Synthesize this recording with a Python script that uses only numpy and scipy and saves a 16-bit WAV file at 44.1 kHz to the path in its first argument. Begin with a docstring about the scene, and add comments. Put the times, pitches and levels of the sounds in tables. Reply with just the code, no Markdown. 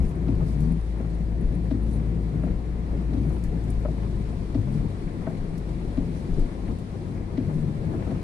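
"""Inside a car creeping through a flooded street: the engine drones as three wandering multiples of its
firing rate; water drums on the floor pan, washes the sills and sprays, as shaped patchy noise.
The wipers thud off their rest and knock at the top as struck modes, groan as stick-slip tones, swish as noise.
Bumps, slaps, gurgles, drops and pings are single short events. Two microphone ports, the left louder in the bass."""
import sys
import numpy as np
from scipy import signal
from scipy.fft import rfft, irfft, next_fast_len
from scipy.io import wavfile
from scipy.ndimage import uniform_filter1d, map_coordinates

SR = 44100
rng = np.random.default_rng(int(sys.argv[2]) if len(sys.argv) > 2 else 0)


def wav_out(sig):
    """Save sig, one row per channel (or a flat mono array), as 16-bit PCM at SR to the path in sys.argv[1]."""
    wavfile.write(sys.argv[1], SR, np.round(np.clip(np.atleast_2d(sig).T, -1, 1) * 32767).astype(np.int16))


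N = 362943


def amp(db):
    """Gain of a level in dB."""
    return 10 ** (np.asarray(db) / 20)


def unit(x):
    """Scaled to rms 1."""
    return x / np.sqrt(np.mean(x ** 2) + 1e-20)


def along(points, hz):
    """(f/Hz, value) points interpolated on a log frequency axis."""
    f, v = np.transpose(points)
    return np.interp(np.log(hz + 1), np.log(f + 1), v)


def curves(rows):
    """One value per sample for each column after the time."""
    s, *cols = np.transpose(rows)
    return [np.interp(np.arange(N) / SR, s, c) for c in cols]


def wobble(rate_hz):
    """Smooth random curve, rate_hz knots a second."""
    knots = rng.standard_normal(int(N * rate_hz / SR) + 4)
    return map_coordinates(knots, [np.arange(N) * rate_hz / SR])


def filtered(x, response):
    """x times a response of frequency."""
    m = next_fast_len(N + 8192)
    return irfft(rfft(x, m) * response(np.fft.rfftfreq(m, 1 / SR)), m)[..., :N]


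def add(out, s, sound):
    """Mixes a sound in from time s on."""
    out[..., round(s * SR):][..., :sound.shape[-1]] += sound


TOUCH_S = 0.0094  # soft ends


def span(s, length_s):
    """1 from s for a length, with soft ends."""
    t = np.arange(N) / SR
    return np.clip(np.minimum(t - s, s + length_s - t) / TOUCH_S, 0, 1)


def lumps(rows):
    """Sum of Gaussian swells; rows of t/s of the crest, level/dB, half-width/s (to 1/e)."""
    t = np.arange(N) / SR
    return sum(amp(db) * np.exp(-((t - s) / width_s) ** 2) for s, db, width_s in rows)


def leaned(db, pan_db):
    """Gains of the left and right port, pan_db apart."""
    return amp(db + np.array([[pan_db], [-pan_db]]) / 2)


# likeness of the ports in noise: f/Hz, left-right correlation (-1 to 1)
PORT_LIKENESS = [(40, 0.99), (90, 0.92), (150, 0.94), (260, 0.82), (430, 0.85), (600, 0.32), (700, 0.4),
                 (900, -0.16), (1050, -.1), (1150, -0.42), (1550, -0.43), (1700, -0.039), (2050, 0.16),
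                 (2300, 0.25), (2550, -0.018), (9000, 0.0052)]


def rush(spectrum, patchy_db, splashes_per_s=0, splash_db=0):
    """Stereo noise of rms 1 in random time-frequency patches, with decaying splashes on top."""
    z = signal.stft(rng.standard_normal((2, N)), nperseg=512)[2]
    field = uniform_filter1d(rng.standard_normal(z.shape[1:]), size=8, axis=0)
    field = uniform_filter1d(field, size=8, axis=1)
    pair = signal.istft(z * amp(patchy_db * unit(field)), nperseg=512)[1][:, :N]

    starts = (rng.random(N) < splashes_per_s / SR) * rng.exponential(size=N)
    splashes = signal.lfilter([1], [1, -np.exp(-1 / (0.0049 * SR))], starts)
    pair = pair * (1 + amp(splash_db) * splashes)

    def mid_side(hz):
        turn = np.arccos(np.clip(along(PORT_LIKENESS, hz), -1, 1)) / 2
        return amp(along(spectrum, hz)) * [np.cos(turn), np.sin(turn)]

    mid, side = filtered(pair, mid_side)
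    return unit(np.array([mid + side, mid - side]))


def ring(modes, t, attack_s):
    """Decaying modes struck once; strengths and pitches vary per blow, the mix per port."""
    hz, db, t60_s = np.transpose(modes)[..., None]
    draw = rng.standard_normal((4, len(modes), 1))
    hz = hz * (1 + .02 * draw[0])
    db = db + 1.2 * draw[1]
    port_db = 1.1 * draw[2:]
    tones = amp(db + port_db - 60 * t / t60_s) * np.sin(2 * np.pi * hz * t)
    return tones.sum(axis=1) * (1 - np.exp(-t / attack_s))


# engine: t/s, firing rate f/Hz, firing tone level/dB, octave level/dB
ENGINE_COURSE = [(0, 61.2, -19.5, -36.5), (.1, 60.74, -32.5, -47), (.2, 56.14, -27.5, -39),
                 (.35, 54.25, -24.5, -36.5), (.9, 54, -29, -41.5), (2, 55.24, -26.5, -38.5),
                 (2.5, 55.46, -30, -41.5), (3.2, 55.9, -28.5, -41.5), (3.7, 54.9, -29.5, -38.5),
                 (4.2, 52.5, -29, -38), (4.5, 51.65, -35.5, -40.5), (4.85, 51, -32, -33.5),
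                 (5, 50.75, -43, -38.5), (5.4, 49.4, -68, -43), (5.6, 49.23, -32.5, -46),
                 (6, 49.9, -35, -38), (6.25, 49.68, -43, -43.5), (6.65, 49.24, -33, -42),
                 (6.95, 48.65, -54, -40), (7.2, 49.8, -35, -40.5), (7.5, 49.36, -60, -33.5),
                 (8.23, 48.8, -39, -42)]
THIRD_UNDER_TONE_DB = 14


def engine():
    """Firing tone, octave and faint third multiple, unsteady in rate, level and phase."""
    hz, tone_db, octave_db = curves(ENGINE_COURSE)
    phase = 2 * np.pi * np.cumsum(hz * (1 + 0.0018 * wobble(6.7))) / SR
    tone = amp(tone_db + 0.7 * wobble(3.9)) * np.sin(phase)
    octave = amp(octave_db + 2.6 * wobble(11)) * np.sin(2 * phase + 0.59 * wobble(9))
    third_db = tone_db - THIRD_UNDER_TONE_DB + 2.8 * wobble(8.2)
    third = amp(third_db) * np.sin(3 * phase + 0.85 * wobble(8))
    return np.sqrt(2) * (tone + octave + third)


# water on the car: t/s, floor pan level/dB, wash level/dB, spray level/dB
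WATER_COURSE = [(0, -28.5, -47, -64), (.4, -30.5, -47.5, -60.5), (.9, -33, -47.5, -61),
                (1.4, -32, -49, -62.5), (2, -32, -48, -62.5), (2.45, -31.5, -48, -62.5),
                (2.9, -32, -47.5, -62), (3.6, -30.5, -47, -61), (4.4, -31.5, -47.5, -59.5),
                (5.3, -33.5, -47, -60.5), (6.4, -31, -47, -59), (6.9, -32.5, -48, -60),
                (7.3, -32, -47.5, -61.5), (7.7, -31, -46.5, -60), (7.95, -29, -45, -60),
                (8.12, -30.5, -45, -59.5), (8.23, -32.5, -46.5, -60)]
# noise spectra: f/Hz, relative density/dB
SWAY_SPECTRUM = [(8.8, -46), (15, 4), (38, 11), (60, -31), (78, -27), (130, -120)]
PAN_SPECTRUM = [(35, -46), (48, -9), (58, -12), (67, -12), (81, -9.5), (105, -15), (125, -12), (163, -8.5),
                (200, -13), (263, -18), (336, -18.5), (462, -26.5), (560, -36), (700, -32), (910, -73)]
WASH_SPECTRUM = [(260, -18), (430, -5.5), (540, -2), (640, -10), (740, -8), (990, -10), (1470, -17),
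                 (2000, -18), (2400, -20), (2900, -26.5), (3600, -33.5), (4700, -59)]
SPRAY_SPECTRUM = [(1650, -35), (2800, -6), (3300, -2.5), (4200, -1), (5200, -5.5), (7000, -9.5),
                  (8600, -8.5), (9600, -8.5), (10600, -12.5), (11900, -24), (12600, -34), (14000, -64)]
SWAY_DB, SWAY_LUMPS_DB = -37, 0.8  # rocking of the body, its swell
SHUDDER_DB = 0.5  # lift of the drumming during a groan


def water():
    """Waves rock the body, drum on the pan, wash the sills, spray; drumming lifts during groans."""
    pan_db, wash_db, spray_db = curves(WATER_COURSE)
    surge = wobble(7)
    shudder_db = SHUDDER_DB * sum(span(s, length_s) for s, length_s, *_ in GROANS)

    sway = amp(SWAY_DB + SWAY_LUMPS_DB * wobble(13.0)) * rush(SWAY_SPECTRUM, patchy_db=-4.5)

    pan_db = pan_db + shudder_db + 0.94 * surge + 0.8 * wobble(2.494)
    pan = amp(pan_db) * rush(PAN_SPECTRUM, patchy_db=1.28)

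    wash_noise = rush(WASH_SPECTRUM, patchy_db=1.03, splashes_per_s=60, splash_db=-15.0)
    wash = amp(wash_db + 0.46 * surge) * wash_noise

    spray_noise = rush(SPRAY_SPECTRUM, patchy_db=0.75, splashes_per_s=32, splash_db=-14.5)
    spray = amp(spray_db + 0.23 * surge + 0.46 * wobble(11)) * spray_noise
    return sway + pan + wash + spray


SMACK_T60_S = 0.057


def smack(db, low_hz, high_hz):
    """Band-limited noise burst with a soft attack: wet rubber or loose linkage."""
    t = np.arange(SR // 4) / SR
    burst = (1 - np.exp(-t / 0.0049)) * amp(-60 * t / SMACK_T60_S)
    band = signal.butter(3, [low_hz, high_hz], "band", fs=SR, output="sos")
    return amp(db) * signal.sosfilt(band, burst * rng.standard_normal((2, len(t))))


THUD_PEAK_S, THUD_WIDTH_S, THUD_OVER_COWL_DB = 0.01585, 0.0073, 1
THUD_HZ, THUD_SAG_HZ_PER_S = 262.6, 4700  # pitch at the peak, its fall


def linkage_blow(t):
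    """Soft blow as the linkage takes up: a Gaussian tone burst of sagging pitch."""
    late = t - THUD_PEAK_S
    cycles = (THUD_HZ - THUD_SAG_HZ_PER_S * late / 2) * late
    return np.exp(-(late / THUD_WIDTH_S) ** 2) * np.cos(2 * np.pi * cycles)


# wipers leaving rest: t/s, pivot click, cowl thud, low boom, arm knock level/dB
WIPER_STARTS = [(0.2812, -45, -20, -14, -31.5), (1.7073, -44, -19, -12.5, -31),
                (3.133, -46, -24.5, -13, -40), (3.1644, -49, -22.5, -22, -49),
                (4.544, -43, -19.5, -7.5, -31), (5.9706, -46, -19.5, -30, -35),
                (7.3731, -43, -18.5, -12, -33.5)]
# struck modes: f/Hz, level/dB, t60/s
PIVOT_MODES = [(3960, -2.5, 0.011), (4500, -5, .008), (5400, -10, .008)]
FLIP_MODES = [(1650, 3.5, 0.015), (1910, 1.5, 0.017), (2150, -5, 0.018), (2590, -12, 0.013),
              (2920, -11.5, 0.014)]
ARM_MODES = [(493, -4, 0.055), (623, 4.5, 0.055), (721, -3.5, 0.04), (815, -8.5, 0.025),
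             (1010, -6.5, 0.029), (1190, -6, 0.021), (1390, -10, 0.03)]
COWL_MODES = [(266.3, 4.5, 0.071), (234, -2, 0.1), (179.4, -8.5, 0.094), (348, -4, 0.049), (440, -14, 0.05)]
BOOM_MODES = [(103.7, 4.5, 0.16), (143, -9, 0.13)]
FLIP_UNDER_KNOCK_DB, START_SMACK_OVER_CLICK_DB = 12, 8.5
COWL_REBOUND_S, COWL_REBOUND_LOSS_DB = .036, 0.6  # linkage thuds the cowl again
BOOM_LAG_S = 0.025


def wiper_starts():
    """Leaving rest: pivot clicks, rubber smacks and flips, linkage thuds the cowl twice, cabin booms."""
    out, t = np.zeros((2, N + SR)), np.arange(SR // 4) / SR
    blow = linkage_blow(t)
    for s, click_db, thud_db, boom_db, knock_db in WIPER_STARTS:
        add(out, s, amp(click_db) * ring(PIVOT_MODES, t, attack_s=0.0005))
        add(out, s, smack(click_db + START_SMACK_OVER_CLICK_DB, low_hz=600, high_hz=4500))
        flip = amp(-FLIP_UNDER_KNOCK_DB) * ring(FLIP_MODES, t, attack_s=0.00091)
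        add(out, s + 0.00218, amp(knock_db) * (flip + ring(ARM_MODES, t, attack_s=0.004)))
        add(out, s + 0.00807, amp(thud_db) * ring(COWL_MODES, t, attack_s=0.012))
        add(out, s, amp(thud_db + THUD_OVER_COWL_DB) * blow)
        rebound = amp(thud_db - COWL_REBOUND_LOSS_DB) * ring(COWL_MODES, t, attack_s=0.0056)
        add(out, s + COWL_REBOUND_S, rebound)
        add(out, s + BOOM_LAG_S, amp(boom_db) * ring(BOOM_MODES, t, attack_s=0.046))
    return out[:, :N]


# wipers turning at the top: t/s, arm knock level/dB, arm pitch ratio,
# cowl thud level/dB, smack level/dB, judder level/dB
WIPER_TOPS = [(1.0, -37, 1.04, -27.5, -38, -40), (2.433, -28.5, 0.983, -24, -37, -32),
              (3.85, -22.5, 0.97, -31, -34, -51.5), (5.269, -24.5, 1.08, -26, -30.5, -30.5),
              (6.681, -42, 1.2, -32, -31, -30), (8.112, -31.5, 1.05, -24.5, -31.5, -42)]
TOP_FLIP_UNDER_SMACK_DB, REBOUND_S, REBOUND_LOSS_DB = 9, 0.0355, 11.5
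SMACK_LEAD_S = 0.0075  # rubber folds over before the knock
TOP_CLATTER_OVER_KNOCK_DB, CLATTER_LAG_S = 0.6, 0.00197  # loose linkage


def wiper_tops():
    """At the top the rubber smacks over, the arm knocks and rebounds, linkage clatters, cowl thuds."""
    out, t = np.zeros((2, N + SR)), np.arange(SR // 4) / SR
    for s, knock_db, ratio, thud_db, smack_db, _ in WIPER_TOPS:
        arm = [(hz * ratio, db, t60_s) for hz, db, t60_s in ARM_MODES]
        add(out, s, amp(knock_db) * ring(arm, t, attack_s=0.004))
        add(out, s, amp(smack_db - TOP_FLIP_UNDER_SMACK_DB) * ring(FLIP_MODES, t, attack_s=.001))
        add(out, s - SMACK_LEAD_S, smack(smack_db, low_hz=480, high_hz=2380))
        clatter = smack(knock_db + TOP_CLATTER_OVER_KNOCK_DB, low_hz=400, high_hz=1480)
        add(out, s + CLATTER_LAG_S, clatter)
        add(out, s + 0.00483, amp(thud_db) * ring(COWL_MODES, t, attack_s=0.004))
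        rebound = amp(knock_db - REBOUND_LOSS_DB) * ring(arm[1:3], t, attack_s=0.0014)
        add(out, s + REBOUND_S, rebound)
    return out[:, :N]


# groans: t/s, length/s, first slip rate f/Hz, last slip rate f/Hz, second multiple level/dB,
# third multiple level/dB, loudest point (0-1 of length), fall from it/dB per length
GROANS = [(0.409, 0.4, 68.4, 84, -26.5, -35, 0.61, 14), (1.8, 0.23, 70.13, 71.4, -36.5, -32.5, 0.9, 10.5),
          (2.068, 0.16, 84.35, 82.9, -33.5, -42, 0.9, 3), (3.204, 0.11, 75.3, 70.2, -30.5, -54, 0.7, 3),
          (4.641, 0.2245, 68.06, 73.8, -27, -32.5, 0.93, 6.5),
          (6.012, 0.19, 85.9, 84, -34.5, -46, 0.43, 4.5), (7.449, 0.34, 76.06, 73.8, -31, -42, 0.6, 4.5)]
# judder noise: f/Hz, relative density/dB
JUDDER_SPECTRUM = [(90, -46), (135, 0), (170, 1.5), (250, -4.5), (340, -13.5), (430, -13), (600, -60.5)]
JUDDER_OVER_SECOND_DB, UPPER_LOSS_DB = -8, 10.5  # loss per multiple above the third
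TOP_JUDDER_S = 0.032  # lag and half-width of the shake after the top


def groan():
    """Rubber sticks and slips on the way up: wandering multiples of the slip rate, rough judder."""
    out, rough, t = np.zeros(N), np.zeros(N), np.arange(N) / SR
    for s, length_s, first_hz, last_hz, second_db, third_db, crest, fall_db in GROANS:
        way = np.clip((t - s) / length_s, 0, 1)
        wander = 1 + .02 * wobble(12) + .015 * wobble(45)
        slip_hz = (first_hz + (last_hz - first_hz) * way) * wander
        phase = 2 * np.pi * np.cumsum(slip_hz) / SR
        tones = amp(second_db + 1.8 * wobble(20)) * np.sin(2 * phase)
        for k in (3, 4, 5):
            upper_db = third_db - UPPER_LOSS_DB * (k - 3) + 2.5 * wobble(25)
            tones += amp(upper_db) * np.sin(k * phase)
        shape = span(s, length_s) * amp(-fall_db * np.abs(way - crest))
        out += shape * tones
        rough += shape * amp(second_db + JUDDER_OVER_SECOND_DB)
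    rough += lumps([(s + TOP_JUDDER_S, db, TOP_JUDDER_S) for s, *_, db in WIPER_TOPS])
    judder = rough * amp(1.4 * wobble(30)) * rush(JUDDER_SPECTRUM, patchy_db=1.0)
    return np.sqrt(2) * out + judder


# body jolts: t/s, swing level/dB, swing f/Hz, trim rattle level/dB
BODY_JOLTS = [(.005, -20.5, 27, -47), (0.369, -29, 25, -55), (2.87, -27, 27, -55), (3.44, -23.5, 27, -52),
              (4.118, -28, 27.2, -36.5), (4.341, -35, 26.8, -47), (5.387, -25, 27.3, -56),
              (5.961, -25.5, 27, -57), (6.37, -15, 25.6, -23.5), (7.53, -30, 27, -50)]
# trim modes: f/Hz, level/dB, t60/s
TRIM_MODES = [(348, 6, 0.088), (188, 2, 0.11), (274, -1, 0.064), (400, -2.5, 0.065), (517, -8, 0.042)]


def jolts():
    """A wheel meets a bump: the body gives a few deep swings and the trim rattles."""
    out, t = np.zeros((2, N + SR)), np.arange(SR // 2) / SR
    for s, db, hz, rattle_db in BODY_JOLTS:
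        swing = np.exp(-((t - .045) / 0.041) ** 2) * -np.sin(2 * np.pi * hz * t)
        add(out, s, amp(db) * swing * np.clip(t / 0.0028, 0, 1))
        add(out, s + 0.0102, amp(rattle_db) * ring(TRIM_MODES, t, attack_s=0.0026))
    return out[:, :N]


# waves slapping the sills: t/s, level/dB, ring f/Hz
SILL_SLAPS = [(1.047, -39, 610), (1.622, -42, 530), (4.093, -48, 455), (4.441, -39, 486), (4.684, -38, 557),
              (5.219, -38, 434.1), (7.894, -40, 448), (7.93, -35, 448), (7.958, -36, 455),
              (7.999, -42, 620), (8.021, -38, 550), (8.065, -34, 700)]


def slaps():
    """A wave crest hits sheet metal: a short hollow ring with two overtones."""
    out, t = np.zeros((2, N + SR)), np.arange(SR // 8) / SR
    for s, db, hz in SILL_SLAPS:
        modes = [(hz, 0, .04), (1.75 * hz, -6, .03), (3.6 * hz, -12, .02)]
        add(out, s, amp(db) * ring(modes, t, attack_s=0.0019))
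    return out[:, :N]


# surges in the wheel arches: t/s of the crest, level/dB, half-width/s
ARCH_SURGES = [(0.415, -39, 0.024), (0.64, -49, 0.012), (1.002, -45, 0.021), (2.44, -55.5, .04),
               (3.153, -42, 0.023), (4.685, -45, .025), (5.233, -48, .015), (5.312, -45.5, 0.043),
               (6.498, -48, .03), (6.62, -46.5, .04), (6.707, -45, 0.03), (6.95, -45, 0.018),
               (7.504, -46, 0.034), (7.932, -39.5, 0.035), (8.023, -40.5, .022), (8.11, -44, 0.037)]
# arch noise: f/Hz, relative density/dB
ARCH_SPECTRUM = [(200, -34), (300, 1.5), (450, 0.5), (650, -5.5), (850, -7.5), (1150, -15), (1500, -22),
                 (2200, -47.5)]
GURGLES_PER_S, GURGLE_HZ, GURGLE_DB = 60, 520, -51.5  # pitch and level: reference of the scatter


def slosh():
    """Water surges through the wheel arches over a scatter of gurgles of rising pitch."""
    surges = lumps(ARCH_SURGES) * amp(3.4 * wobble(40)) * rush(ARCH_SPECTRUM, patchy_db=0.5)
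    out, life = np.zeros((2, N + SR)), np.arange(SR // 16) / SR
    for when, pitch, size, side in rng.random((int(GURGLES_PER_S * N / SR), 4)):
        hz = GURGLE_HZ * 6 ** (pitch - .35)
        cycles = hz * life
        tone = np.sin(2 * np.pi * cycles * (1 + 0.0139 * cycles))
        bubble = tone * (1 - np.exp(-cycles / 1.7)) * np.exp(-cycles / 4.0)
        db = GURGLE_DB - 2.3 * np.log(1 - size) - 7 * np.log2(hz / GURGLE_HZ)
        add(out, when * N / SR, leaned(db, 9.4 * (side - .5)) * bubble)
    return out[:, :N] + surges


# drops cracking on the glass, and the wide snap of the loud ping at 3.70 s: t/s, level/dB, left-right/dB
GLASS_DROPS = [(0.0915, -49, 5), (0.6055, -47, 0), (3.439, -43.5, 3), (3.6391, -51.5, 1), (3.702, -48, -6),
               (3.8019, -55, -2), (5.579, -47, -2), (6.3949, -49, 1), (6.7875, -51.5, -2)]


def drops():
    """A sharp wide noise crack, then a faint longer spatter."""
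    out, t = np.zeros((2, N + SR)), np.arange(SR // 20) / SR
    band = signal.butter(2, [5000, 11800], "band", fs=SR)
    fade = amp(-60 * t / 0.0088) + amp(-4.5 - 60 * t / 0.099)
    for s, db, pan_db in GLASS_DROPS:
        crack = signal.lfilter(*band, rng.standard_normal((2, len(t))) * fade)
        add(out, s, leaned(db, pan_db) * crack)
    return out[:, :N]


# narrow pings close to the right port: t/s, level/dB, left-right/dB
RIGHT_PINGS = [(0.155, -52, -11), (0.4733, -56, -10.0), (0.7209, -45.5, -15), (0.8076, -50, -7.0),
               (0.9842, -49, -8.0), (1.1473, -51, -3.5), (1.2382, -55, -5.0), (1.4085, -48, -11),
               (1.5498, -47.5, -12), (1.6407, -54, -8.5), (1.8287, -47.5, -11), (2.4369, -51, -10),
               (2.794, -61, -14), (2.8719, -60, -5.0), (3.2909, -47, -10), (3.702, -40, -14),
               (4.3234, -53, -5.0), (4.7584, -57, -6), (6.526, -53, -5), (6.6035, -57, -4.5)]
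PING_HZ, PING_SPREAD_HZ = 9420, 280


def pings():
    """Each ping is a cluster of six close high tones, quickly gone."""
    out, t = np.zeros((2, N + SR)), np.arange(SR // 20) / SR
    fade = (1 - np.exp(-t / 0.0014)) * amp(-60 * t / 0.029)
    for s, db, pan_db in RIGHT_PINGS:
        hz = rng.normal(PING_HZ, PING_SPREAD_HZ, (6, 1))
        cluster = np.sin(2 * np.pi * (hz * t + rng.random((6, 1)))).sum(axis=0)
        early_peak = np.abs(cluster[:SR // 150]).max()
        add(out, s, leaned(db, pan_db) * cluster * fade / early_peak)
    return out[:, :N]


# water flung off the blades: t/s of the crest, level/dB, half-width/s
BLADE_THROWS = [(0.024, -61.5, 0.12), (0.497, -59, 0.044), (0.623, -63, 0.077), (1.925, -59.5, 0.054),
                (3.336, -62.5, 0.084), (4.752, -60.5, 0.048), (6.19, -63.5, 0.055), (7.574, -65, 0.071)]
# flung water noise: f/Hz, relative density/dB
FLUNG_SPECTRUM = [(3000, -18), (4000, -6.5), (7500, -11), (8600, -8.5), (9400, -4), (10300, -11),
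                  (11500, -16), (13000, -25)]


def swish():
    """Water flung off the blades: short hisses, stronger at the right port."""
    hiss = rush(FLUNG_SPECTRUM, patchy_db=3.5, splashes_per_s=300, splash_db=-11.5)
    return lumps(BLADE_THROWS) * amp([[-5], [3]]) * hiss


# port balance: f/Hz, left-right/dB
PORT_BALANCE = [(60, 4.5), (110, 5), (200, 6.5), (350, 5.5), (640, 4), (1150, 4.0), (2070, 5), (3740, 0),
                (6760, -0.5), (12200, -3.5)]
# port lag: f/Hz, left port trails by phase/rad
PORT_LAG = [(40, .14), (70, 0.2), (170, 0.098), (340, 0.3), (520, 0.31), (700, 0.063)]


def scene():
    """Cabin sounds pass the ports' balance and lag; drops, pings and swish bypass them."""
    cabin = engine() + water() + wiper_starts() + wiper_tops() + groan() + jolts() + slaps() + slosh()

    def ports(hz):
        gain = amp(np.outer([.5, -.5], along(PORT_BALANCE, hz)))
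        return gain * np.exp(np.outer([-.5j, .5j], along(PORT_LAG, hz)))

    return filtered(cabin, ports) + drops() + pings() + swish()


TOP_HZ = 12800


def record(dry):
    """Nothing is kept above the band limit."""
    return filtered(dry, lambda hz: hz < TOP_HZ)


dry = scene()
out = record(dry)
wav_out(out)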